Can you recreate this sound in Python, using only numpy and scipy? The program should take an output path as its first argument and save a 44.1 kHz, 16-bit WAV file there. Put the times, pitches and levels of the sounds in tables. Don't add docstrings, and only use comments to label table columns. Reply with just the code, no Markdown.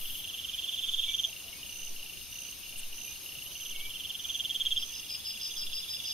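import sys
import numpy as np
from scipy import signal
from scipy.fft import rfft, irfft
from scipy.io import wavfile
from scipy.ndimage import uniform_filter1d

SR = 44100
rng = np.random.default_rng(int(sys.argv[2]) if len(sys.argv) > 2 else 0)


def transcribe(u):
    v = np.clip(np.atleast_2d(u).T, -1, 1)
    q = np.round(v * 32767).astype(np.int16)
    wavfile.write(sys.argv[1], SR, q)


N = 270333

# delay_s, length_s, relative_db, base_pitch_hz, upward_glide_hz
NOTE_PULSES = [(0, .0074, -5.5, 3190, 350), (.0066, .0074, -1, 3210, 320), (.0133, .0125, 0, 3225, -50)]
# start_s, note_count, first_notes_per_s, last_notes_per_s, pace_curve (1 = even change)
NEAR_TRILLS = [(.042, 25, 20.68, 19.56, 1.06), (3.358, 30, 20.565, 17.8, 3.31)]
FAR_TRILLS = [(.011, 23, 19.38, 20.5, .5), (4.881, 24, 19.85, 18.33, .68)]
# time_s, relative_db
NEAR_EFFORT = [(.04, -43.3), (.37, -38), (.47, -37.5), (.66, -33), (.76, -34), (.97, -28), (1.09, -30.5),
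               (1.22, -28), (3.36, -52.5), (3.65, -41.5), (3.87, -41.5), (4.08, -36), (4.18, -39.5),
               (4.26, -34), (4.76, -27.5), (4.82, -34)]
FAR_EFFORT = [(0, -49), (.22, -50.5), (.35, -52), (.76, -40.5), (1.11, -38.5), (4.88, -48), (5.06, -47.5),
              (5.33, -45.5), (5.5, -42), (6.1, -39.5)]
# start_s, length_s, tick_count
TICK_RUNS = [(0.012, 0.14, 4), (0.242, 0.25, 8), (.59, 0.25, 8), (.946, 0, 1), (.997, .181, 6),
             (1.246, 0, 1), (1.293, .234, 7), (1.63, 0.24, 8), (1.962, .251, 8), (2.325, 0.2, 7),
             (2.632, 0.2, 7), (2.927, 0, 1), (2.98, .177, 6), (3.26, 0.2, 7), (3.553, 0, 1),
             (3.599, 0.2, 7), (3.905, .245, 8), (4.287, 0.24, 7), (4.55, 0, 1), (4.616, 0.18, 6),
             (4.927, .22, 7), (5.269, 0.27, 8), (5.634, .21, 7), (5.932, 0.19, 6)]
CHIRP_STARTS = [1.084, 1.691, 2.308, 2.922, 3.51, 4.188, 4.795, 5.396, 6.005]
# stroke_rate_multiple, relative_db
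STROKE_TONES = [(-3, -21), (-2, -7), (-1, 0.5), (0, -1.5), (1, 2), (2, -8.5), (3, -23)]
# start_s, length_s, pitch_hz, relative_db
WHISTLES = [(0.5, 0.082, 2440, -57), (1.063, 0.069, 2310, -48), (1.247, 0.066, 661, -63),
            (1.434, 0.11, 676, -63), (1.509, 0.075, 2213, -57), (1.56, 0.072, 2480, -56),
            (2.264, .06, 2400, -60), (2.664, 0.13, 2415, -61), (3.036, .1, 2450, -55),
            (3.719, .12, 2220, -55), (3.789, .12, 2310, -51), (4.243, 0.064, 2460, -58),
            (5.08, 0.088, 2430, -59)]
# start_s, length_s, centre_hz, width_hz, level_db, left_db, pulsing_0_to_1
RASPS = [(-.06, 0.33, 12350, 1560, -46.5, 7, 0), (0.287, 0.18, 11900, 400, -56, 5, 0),
         (2.769, 0.046, 9500, 1050, -44.5, -1, 0), (2.97, 0.98, 11570, 280, -52, 1, .45)]
# pitch_hz, width_hz, level_db
CRICKET_DRONES = [(4316, 25, -67), (5150, 14, -66), (5330, 15, -64), (6400, 30, -61.5)]
# frequency_hz, level_db_per_hz
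AIR_COLOUR = [(20, -79.5), (100, -82), (300, -88.5), (800, -94), (1800, -96.5), (4500, -87.5),
              (6700, -91.5), (7300, -106), (8000, -106), (8500, -91.5), (15700, -99)]
CHORUS_COLOUR = [(1900, -110), (2400, -86), (2600, -89.5), (2900, -78.5), (3300, -87), (3800, -85.5),
                 (4600, -98.5), (5000, -92), (5280, -89.5), (5650, -93), (6300, -84.5), (6650, -87),
                 (7100, -112)]
HISS_COLOUR = [(8000, -115), (8550, -85.5), (9000, -98.5), (9380, -89.5), (9650, -95), (10600, -84.5),
               (11800, -86), (14000, -90), (15500, -94.5)]
# frequency_hz, likeness_0_to_1
EAR_LIKENESS = [(30, 0.47), (130, 0.1), (300, .42), (1400, 0.47), (2900, 0.98), (4500, 0.41), (6800, 0),
                (15000, 0)]


def trilling_frog(notes, pitch_ratio, overtone_db, resonance_hz, ring, wobble_db):
    out = np.zeros(N, complex)
    loudest_db = max(db for start, db in notes)
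    for start, db in notes:
        tuning = pitch_ratio * (1 + 0.0029 * (db - loudest_db))
        bounce_s = rng.uniform(.0015, .006)
        for delay, length, pulse_db, hz, glide_hz in NOTE_PULSES:
            t = clock(length)
            progress = t / length
            strength, detune, late = rng.standard_normal(3)
            pitch = tuning * (hz + glide_hz * (1 - np.exp(-(progress / 0.45) ** 3)) + 18 * detune)
            overtone = amp(overtone_db) / (1 + ((2 * pitch - resonance_hz) / 220) ** 2)
            shape = (1 - np.exp(-(t / .0008) ** 2)) * np.exp(-progress / ring) * (1 - progress ** 6)
            voice = tone(pitch) + overtone * tone(2 * pitch)
            pulse = amp(db + pulse_db + wobble_db * strength) * shape * voice
            pulse_start = start + delay + .0002 * late
            add(out, pulse_start, pulse)
            add(out, pulse_start + bounce_s, amp(-12) * pulse)
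    return out


def trill_notes(trills, effort):
    times = []
    for start, count, first_rate, last_rate, pace_curve in trills:
        rate = first_rate + (last_rate - first_rate) * np.linspace(0, 1, round(count) - 1) ** pace_curve
        times.extend(start + np.r_[0, np.cumsum(1 / rate)])
    return list(zip(times, np.interp(times, *np.transpose(effort))))


def ticking_frog(level_db, hz, ring_s, snap_hz):
    out, t, times = np.zeros(N, complex), clock(.025), tick_times()
    for start, (wobble_db, detune) in zip(times, rng.standard_normal((len(times), 2))):
        voice = tone(hz + 18 * detune + snap_hz * np.exp(-t / 0.0015))
        shape = (1 - np.exp(-t / 0.0012)) * np.exp(-t / ring_s - (t / 0.012) ** 2)
        add(out, start, amp(level_db + wobble_db) * shape * voice)
    return out


def tick_times(slowing=.3):
    times = []
    for start, length, count in TICK_RUNS:
        gaps = 1 + slowing * np.linspace(0, 1, round(count) - 1) ** 2
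        times.extend(start + length * np.r_[0, np.cumsum(gaps) / gaps.sum()])
    return times


def chirping_cricket(level_db, hz, strokes_per_s, sweep_hz, rise_hz):
    out, t = np.zeros(N, complex), clock(.213)
    stroke = (t * strokes_per_s) % 1
    swell = 1 - np.exp(-(t + 0.0084) / 0.0275)
    for start in CHIRP_STARTS:
        waver_hz = 25 * band_noise(len(t), 0, 90).real
        pitch = hz + sweep_hz * (.5 - stroke) - rise_hz * (1 - swell) + waver_hz
        pips = unit_level(tone(pitch) * swell * np.sin(np.pi * stroke) ** 2)
        add(out, start, amp(level_db) * pips * signal.windows.tukey(len(t), .04))
    return out


def buzzing_cricket(level_db, hz, first_s, every_s, strokes_per_s, smear):
    out, t = np.zeros(N, complex), clock(0.11)
    strokes = sum(amp(db) * np.exp(1j * (2 * np.pi * round(k) * strokes_per_s * t + smear * k ** 2))
                  for k, db in STROKE_TONES)
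    for start in np.arange(first_s, N / SR, every_s):
        cold = np.exp(-((start - first_s) / 0.32) ** 3)
        pitch = hz + 81.7 * cold + 5 * band_noise(len(t), 0, 13).real
        roughness = 1 + .25 * band_noise(len(t), 0, 140)
        chirp = strokes * tone(pitch) * roughness * signal.windows.tukey(len(t), .7)
        add(out, start, amp(level_db - 8.5 * cold) * unit_level(chirp))
    return out


def whistles(blur_hz, glide):
    out = np.zeros(N, complex)
    for start, length, hz, db in WHISTLES:
        t = clock(length)
        call = tone(hz * (1 + glide * (t / length - .5)))
        blur = 1 + 0.41 * band_noise(len(t), 0, blur_hz)
        add(out, start, amp(db) * unit_level(call * blur * signal.windows.tukey(len(t), .7)))
    return out


def rasps(fade_s, pulses_per_s):
    out = np.zeros((2, N))
    for start, length, hz, width_hz, db, left_db, depth in RASPS:
        t = clock(length)
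        shape = signal.windows.tukey(len(t), min(2 * fade_s / length, .7))
        shape *= 1 - depth * np.cos(2 * np.pi * pulses_per_s * t)
        for ear, side in zip(out, (.5, -.5)):
            burst = unit_level(band_noise(len(t), hz, width_hz).real * shape)
            add(ear, start, amp(db + side * left_db) * burst)
    return out


def far_crickets():
    return np.array([sum(amp(db) * unit_level(band_noise(N, hz, width_hz).real)
                         for hz, width_hz, db in CRICKET_DRONES) for ear in range(2)])


def high_hiss(flutter_hz, depth):
    hiss = background(HISS_COLOUR, patchy_db=.4, left_db=6.5, lead_rad=.1, ripple_db=3)
    angle = 2 * np.pi * flutter_hz * np.arange(N) / SR
    hiss[0] *= 1 + depth * (np.cos(angle) + np.cos(2 * angle))
    return hiss


def bass_throbs(level_db, hz, first_s, every_s, width_s, lag_s):
    t = np.arange(N) / SR - np.arange(first_s, N / SR, every_s)[:, None]
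    swings = np.cos(2 * np.pi * hz * t) * np.exp(-((t - lag_s) / width_s) ** 2)
    return amp(level_db) * swings.sum(0)


def background(colour, patchy_db, left_db, lead_rad, ripple_db):
    frames, hz = N // 256 + 5, np.fft.rfftfreq(1024, 1 / SR)
    a, b, c, d, patches = rng.standard_normal((5, frames, len(hz)))
    patches = uniform_filter1d(patches, size=7, axis=0)
    patches = unit_level(uniform_filter1d(patches, size=9, axis=1))
    likeness = np.clip(curve_at(EAR_LIKENESS, hz), 0, 1)
    left = a + 1j * b
    right = likeness * np.exp(-1j * lead_rad) * left + np.sqrt(1 - likeness ** 2) * (c + 1j * d)
    ears = np.array([left, right]) * amp(patchy_db * patches)
    noise = signal.istft(ears, nperseg=1024, noverlap=768, time_axis=-2, freq_axis=-1)[1]
    fine_hz = np.fft.rfftfreq(N, 1 / SR)
    bumps = unit_level(uniform_filter1d(rng.standard_normal((2, len(fine_hz))), size=200, axis=1))
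    ripple = unit_level(amp(ripple_db * bumps))
    gain = ripple * amp(curve_at(colour, fine_hz) + left_db * np.array([[.5], [-.5]]))
    return irfft(rfft(unit_level(noise[:, :N])) * gain, N) * np.sqrt(SR / 2)


def in_forest(call, left_db, lead_rad, early_db, late_db, tail_s):
    t, side = clock(.6), np.array([[.5], [-.5]])
    bounces = rng.standard_normal((2, 2, len(t))) * (rng.random((2, 2, len(t))) < .15)
    early = bounces[0] * (t > .0007) * np.exp(-t / 0.0048)
    late = bounces[1] * (t > .008) * amp(-60 * t / tail_s)
    paths = sum(amp(db) * part / np.linalg.norm(part, axis=1, keepdims=True)
                for db, part in [(early_db, early), (late_db, late)])
    echoes = signal.fftconvolve(call[None], paths, axes=1)[:, :N]
    direct = call * np.exp(1j * side * lead_rad)
    return np.sqrt(2) * amp(side * left_db) * (direct + echoes).real


def amp(db):
    return 10 ** (np.asarray(db) / 20)


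def unit_level(sound):
    return sound / np.sqrt(np.mean(abs(sound) ** 2) + 1e-20)


def curve_at(points, hz):
    point_hz, value = np.transpose(points)
    return np.interp(np.log(hz + 1), np.log(point_hz + 1), value)


def clock(length_s):
    return np.arange(int(length_s * SR)) / SR


def add(mix, start_s, sound):
    start = round(start_s * SR)
    sound = sound[max(-start, 0):]
    part = mix[max(start, 0):][:len(sound)]
    part += sound[:len(part)]


def tone(hz):
    return np.exp(2j * np.pi * np.cumsum(hz) / SR)


def band_noise(size, hz, width_hz):
    bell = np.exp(-.25 * ((np.fft.fftfreq(size, 1 / SR) - hz) / width_hz) ** 2)
    return unit_level(np.fft.ifft(np.fft.fft(rng.standard_normal(size)) * bell))


def scene():
    near = amp(5.0) * trilling_frog(trill_notes(NEAR_TRILLS, NEAR_EFFORT), pitch_ratio=1.013,
                                    overtone_db=-19.5, resonance_hz=6400, ring=1.07, wobble_db=0.74)
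    far = amp(4.0) * trilling_frog(trill_notes(FAR_TRILLS, FAR_EFFORT), pitch_ratio=1.072,
                                   overtone_db=-17, resonance_hz=6720, ring=0.78, wobble_db=0.61)
    ticks = ticking_frog(level_db=-36.0, hz=2762, ring_s=0.0074, snap_hz=360)
    chirps = chirping_cricket(level_db=-51.5, hz=6102, strokes_per_s=66, sweep_hz=330, rise_hz=276)
    buzzes = buzzing_cricket(level_db=-41.5, hz=5025, first_s=4.753, every_s=.1603,
                             strokes_per_s=74.5, smear=.95)
    calls = amp(-2.5) * whistles(blur_hz=55, glide=0.021)
    out = in_forest(near, left_db=-2.2, lead_rad=-.6, early_db=-12, late_db=-13, tail_s=.25)
    out += in_forest(far, left_db=-7.5, lead_rad=-0.78, early_db=-3.5, late_db=-5, tail_s=.3)
    out += in_forest(ticks, left_db=-1, lead_rad=-0.63, early_db=-26, late_db=-9.5, tail_s=0.34)
    out += in_forest(chirps, left_db=-13, lead_rad=.1, early_db=-11, late_db=-13, tail_s=.3)
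    out += in_forest(buzzes, left_db=0, lead_rad=.75, early_db=-7, late_db=-4.5, tail_s=.38)
    out += in_forest(calls, left_db=-2.5, lead_rad=-.05, early_db=-14, late_db=-4.5, tail_s=0.32)
    out += rasps(fade_s=0.096, pulses_per_s=5.1) + far_crickets()
    out += bass_throbs(level_db=-35, hz=6.32, first_s=.042, every_s=.9385, width_s=0.11, lag_s=0.0058)
    out += background(AIR_COLOUR, patchy_db=1.55, left_db=-0.5, lead_rad=.05, ripple_db=0.42)
    out += background(CHORUS_COLOUR, patchy_db=2.0, left_db=-0.5, lead_rad=-0.12, ripple_db=2.5)
    return out + high_hiss(flutter_hz=10.77, depth=0.15)


def record(dry):
    low_pass = signal.firwin(801, 15640, window=("kaiser", 9), fs=SR)
    return signal.oaconvolve(dry, low_pass[None], "same")


dry = scene()
out = record(dry)
transcribe(out)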